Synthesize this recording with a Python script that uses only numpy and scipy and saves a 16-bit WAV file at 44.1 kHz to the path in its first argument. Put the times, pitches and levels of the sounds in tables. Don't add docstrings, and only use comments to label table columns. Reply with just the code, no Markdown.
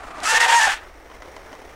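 import sys
import numpy as np
from scipy import signal
from scipy.fft import rfft, irfft
from scipy.io import wavfile

SR = 44100
rng = np.random.default_rng(int(sys.argv[2]) if len(sys.argv) > 2 else 0)


def transcribe(u):
    v = np.clip(np.atleast_2d(u).T, -1, 1)
    q = np.round(v * 32767).astype(np.int16)
    wavfile.write(sys.argv[1], SR, q)


N = 77175
TIME = np.arange(N) / SR


def from_db(db):
    return 10 ** (np.asarray(db) / 20)


def unit_power(x):
    return x / np.sqrt(np.mean(x ** 2) + 1e-20)


def curves(rows):
    times, *columns = np.transpose(rows)
    return [np.interp(TIME, times, column) for column in columns]


def window(start, end, fade_s=0.0094):
    return np.clip(np.minimum(TIME - start, end - TIME) / fade_s, 0, 1)


def wobble(rate_hz):
    pole = np.exp(-2 * np.pi * rate_hz / SR)
    smooth = signal.lfilter([1], [1, -2 * pole, pole * pole], rng.standard_normal(2 * N))
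    return unit_power(smooth[N:])


def colour(x, spectrum):
    hz, db = np.transpose(spectrum)
    bin_hz = np.arange(N + 1) * SR / (2 * N)
    gain = unit_power(from_db(np.interp(np.log(bin_hz + 1), np.log(hz), db)))
    cepstrum = irfft(np.log(gain))
    fold = np.r_[1, np.full(N - 1, 2), 1, np.zeros(N - 1)]
    return irfft(rfft(x, 2 * N) * np.exp(rfft(cepstrum * fold)))[:N]


def grains(per_s, spread_db):
    sizes = from_db(spread_db * np.minimum(rng.exponential(1, N), 4)) * rng.choice([-1, 1], N)
    return unit_power(sizes * (rng.random(N) < per_s / SR))


def bursts(rows, attack_s, decay_s):
    force = np.zeros(N)
    for start_s, db in rows:
        age = np.maximum(TIME - start_s, 0)
        force += from_db(db) * np.minimum(age / attack_s, 1) * np.exp(-age / decay_s)
    return force * rng.standard_normal(N)


def stick_slip(hz, jitter, jitter_hz=210):
    return 2 * np.pi * np.cumsum(hz * (1 + jitter * wobble(jitter_hz))) / SR


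# pitch_hz, level_db
WIND_COLOUR = [(15, 3.5), (50, 6.5), (75, 1), (120, -11.5), (300, -37.5)]
# peak_s, rise_db
WIND_GUSTS = [(0.06, 7), (0.37, 8), (0.73, 13)]

def wind(level_db=-49.5, gust_s=0.025):
    gust_db = sum(rise_db * np.exp(-((TIME - peak_s) / gust_s) ** 2) for peak_s, rise_db in WIND_GUSTS)
    rumble = colour(rng.standard_normal(N), WIND_COLOUR)
    return rumble * from_db(level_db + gust_db + 1.1 * wobble(46))


# time_s, relative_db
GROWL_LOUDNESS = [(0, -33.5), (0.12, -34.5), (0.22, -27), (0.74, -53), (0.82, -41.5), (0.95, -51),
                  (1.1, -50)]
# pitch_hz, level_db
GROWL_COLOUR = [(100, -22.5), (280, -9), (560, -10), (700, -0.5), (950, -7), (1220, -2.5), (1500, -9),
                (1950, -10.5), (3200, -21), (4700, -26.5), (9000, -30.5), (15000, -57)]

def growl():
    db, = curves(GROWL_LOUDNESS)
    roughness = rng.standard_normal(N) + 0.33 * grains(1200, spread_db=-2)
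    return colour(roughness * from_db(db - 5.5 + 1.7 * wobble(53)), GROWL_COLOUR)


# time_s, relative_db
ROLL_LOUDNESS = [(0, -62), (0.8, -44.5), (1.03, -47), (1.12, -43), (1.45, -43), (1.75, -42)]
# pitch_hz, level_db
ROLL_COLOUR = [(90, -10), (150, -14), (380, 0), (700, -1.5), (1150, -7.5), (1600, -8.5), (2100, -7),
               (2500, -16), (3100, -18), (4900, -24.5), (5600, -18), (7300, -29.5), (9300, -27.5),
               (11500, -37.5), (15500, -32)]

def roll():
    db, = curves(ROLL_LOUDNESS)
    ground = rng.standard_normal(N) + 0.42 * grains(400, spread_db=2)
    return colour(ground * from_db(db - 2 + 1.93 * wobble(65)), ROLL_COLOUR)


# start_s, level_db
GRAIN_CRACKS = [(0.067, -46), (0.202, -32)]
# pitch_hz, level_db
CRACK_COLOUR = [(800, -12), (2000, 2), (3300, 3), (6000, 2), (10000, -9), (15000, -22)]

def grain_cracks():
    return colour(bursts(GRAIN_CRACKS, attack_s=0.00077, decay_s=0.003), CRACK_COLOUR)


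# start_s, length_s, from_hz, to_hz, note_db, octave_db
WHEEL_CHIRPS = [(0.115, 0.11, 1190, 1230, -45, -58), (0.221, 0.04, 720, 750, -30.5, -44),
                (0.252, 0.034, 1255, 1290, -24, -42), (0.28, 0.055, 1320, 1480, -29, -44),
                (0.318, 0.035, 495, 480, -32, -40), (0.365, 0.2, 485, 495, -37.5, -42),
                (0.401, 0.017, 935, 930, -34, -17), (0.404, 0.048, 985, 975, -36, -24),
                (0.445, 0.035, 755, 735, -29, -35), (0.516, 0.036, 825, 810, -30, -21),
                (0.6, 0.11, 810, 780, -34, -30), (0.684, 0.022, 885, 870, -30, -26),
                (0.716, 0.036, 1660, 1400, -33, -50), (0.718, 0.03, 830, 890, -35, -42)]

def chirps(wander_hz=35, flutter_db=3.3):
    out = 0
    for start_s, length_s, from_hz, to_hz, note_db, octave_db in WHEEL_CHIRPS:
        end_s = start_s + length_s
        glide_hz = np.interp(TIME, [start_s, end_s], [from_hz, to_hz])
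        phase = stick_slip(glide_hz, jitter=wander_hz / from_hz, jitter_hz=150)
        tone = from_db(note_db) * np.sin(phase) + from_db(octave_db) * np.sin(2 * phase)
        out += tone * from_db(flutter_db * wobble(63)) * window(start_s, end_s)
    return np.sqrt(2) * out


# time_s, relative_db
SCRAPE_LOUDNESS = [(0.214, -56), (0.24, -30), (0.326, -23.5), (0.382, -20), (0.393, -32), (0.405, -20),
                   (0.446, -21), (0.475, -29), (0.488, -21.5), (0.553, -21.5), (0.572, -30.5), (0.614, -23),
                   (0.736, -27.5), (0.809, -53.5)]
# pitch_hz, level_db
SCRAPE_COLOUR = [(150, -33.5), (350, -25), (560, -11.5), (760, 0.5), (1100, 0.5), (1600, 4.5), (2300, 1),
                 (3400, -1.5), (4400, -9), (7000, -28), (15500, -32)]

def scrape(grit_db=-1.5):
    db, = curves(SCRAPE_LOUDNESS)
    slips = unit_power(rng.standard_normal(N) + from_db(grit_db) * grains(2500, spread_db=0))
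    sliding = window(SCRAPE_LOUDNESS[0][0], SCRAPE_LOUDNESS[-1][0])
    force = from_db(db + 2 + 1.65 * wobble(170)) * sliding
    return colour(slips * force, SCRAPE_COLOUR)


# time_s, level_db
DUST_LOUDNESS = [(0.215, -54), (0.23, -45), (0.235, -31.5), (0.275, -25), (0.316, -23), (0.326, -28),
                 (0.372, -24.5), (0.393, -40), (0.407, -23.5), (0.455, -30.5), (0.471, -36.5), (0.483, -29),
                 (0.591, -25), (0.657, -28.5), (0.737, -36.5), (0.79, -58)]
# pitch_hz, level_db
DUST_COLOUR = [(2500, -32), (4500, -2), (5700, 0.5), (7600, -1), (10000, -9), (15500, -35)]

def dust(flutter_db=1.4):
    db, = curves(DUST_LOUDNESS)
    hiss = grains(14000, spread_db=1.5) * from_db(db + flutter_db * wobble(124))
    sliding = window(DUST_LOUDNESS[0][0], DUST_LOUDNESS[-1][0])
    return colour(hiss * sliding, DUST_COLOUR)


# start_s, length_s, from_hz, to_hz, level_db
HIGH_WHISTLES = [(0.248, 0.09, 2580, 2760, -31), (0.506, 0.038, 3350, 3290, -28),
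                 (0.535, 0.065, 6500, 6600, -33)]

def whistles(flutter_db=2):
    out = 0
    for start_s, length_s, from_hz, to_hz, db in HIGH_WHISTLES:
        end_s = start_s + length_s
        glide_hz = np.interp(TIME, [start_s, end_s], [from_hz, to_hz])
        tone = np.sin(stick_slip(glide_hz, jitter=0.0072))
        out += tone * from_db(db + flutter_db * wobble(90)) * window(start_s, end_s)
    return np.sqrt(2) * out


# time_s, pitch_hz, note_db, octave_db (before its lift)
SQUEAL_PATH = [(0.28, 871, -31, -32), (0.31, 903, -28, -22), (0.324, 916, -23, -27), (0.334, 885, -23, -35),
               (0.352, 885, -25, -18), (0.376, 915, -28, -20), (0.396, 930, -40, -37),
               (0.408, 925, -29, -19), (0.448, 940, -16.5, -20.5), (0.46, 927, -27, -31),
               (0.474, 900, -42, -35), (0.492, 921, -17, -21), (0.504, 922, -16, -21),
               (0.514, 895, -27, -33), (0.528, 930, -15, -27), (0.566, 946, -14, -26),
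               (0.588, 930, -16, -22), (0.608, 870, -29, -26), (0.63, 885, -22, -17),
               (0.652, 895, -29, -20), (0.668, 855, -24, -24), (0.68, 775, -27, -32),
               (0.698, 805, -29, -28), (0.714, 800, -40, -37)]
# pitch_multiple, relative_db
SQUEAL_OVERTONES = [(3, -16.5), (6, -40), (7, -24), (8, -22), (9, -25.5)]
# time_s, added_looseness
SQUEAL_BREAKUP = [(0.59, 0), (0.68, .35)]

def squeal(jitter=0.026, octave_lift_db=1, partner_pitch_ratio=0.95):
    hz, note_db, octave_db = curves(SQUEAL_PATH)
    breakup, = curves(SQUEAL_BREAKUP)
    grip_db = np.maximum(note_db, octave_db)
    looseness = np.clip((-13 - grip_db) / 13, 0.36, 1) + breakup
    main_tones = [(1, note_db), (2, octave_db + octave_lift_db)]
    overtones = [(multiple, grip_db + db) for multiple, db in SQUEAL_OVERTONES]
    phase = stick_slip(hz, jitter * looseness)
    wheel = 0
    for multiple, db in main_tones + overtones:
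        rasp_db = 3.2 * looseness * wobble(210)
        wheel += from_db(db + rasp_db) * np.sin(multiple * phase)
    partner_phase = stick_slip(hz * partner_pitch_ratio, jitter)
    partner = sum(from_db(db - 8.5) * np.sin(multiple * partner_phase) for multiple, db in main_tones)
    return np.sqrt(2) * (wheel + looseness * partner) * window(SQUEAL_PATH[0][0], SQUEAL_PATH[-1][0])


# pitch_hz, relative_db
BOARD_NOTES = [(630, -5), (1020, -4), (1310, -10), (2020, -8), (3060, -11)]
# start_s, level_db, brightness_hz
FLAW_HITS = [(1.099, -34.5, 2000), (1.114, -33, 1600), (1.2205, -32.5, 7500), (1.258, -38, 2500),
             (1.274, -40, 5000), (1.364, -29.5, 4500), (1.528, -29.5, 2800), (1.551, -38.5, 9000)]

def knocks(attack_s=0.0011, decay_s=0.004, ring_s=0.035):
    out = 0
    for start_s, db, brightness_hz in FLAW_HITS:
        age = np.maximum(TIME - start_s - attack_s, 0)
        ring = 0
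        for k, (hz, note_db) in enumerate(BOARD_NOTES):
            fade = from_db(db + note_db - 60 * age / ring_s)
            ring += (-1) ** k * fade * np.sin(2 * np.pi * hz * age)
        jolt = colour(bursts([(start_s, db - 2.5)], attack_s, decay_s), ROLL_COLOUR)
        crack = colour(bursts([(start_s, db - 7.5)], attack_s, decay_s), CRACK_COLOUR)
        soften = signal.butter(1, brightness_hz, fs=SR)
        out += signal.lfilter(*soften, ring + jolt + crack)
    return out


def ramp_echo(x, level_db=-21.5, fade_s=0.38, delay_s=0.01):
    tail = colour(rng.standard_normal(N), [(300, 0.5), (2000, 8), (9000, -2.5)])
    tail *= from_db(-60 * TIME / fade_s) * (TIME > delay_s)
    tail /= np.sqrt(np.sum(tail ** 2))
    return from_db(level_db) * signal.fftconvolve(x, tail)[:N]


def scene():
    slide = squeal() + chirps() + whistles() + scrape() + dust()
    board = slide + grain_cracks() + growl() + roll() + knocks()
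    return (board + ramp_echo(board) + wind())[None]


def record(dry, cutoff_hz=15750):
    return signal.sosfilt(signal.ellip(12, 0.1, 90, cutoff_hz, fs=SR, output="sos"), dry)


dry = scene()
out = record(dry)
transcribe(out)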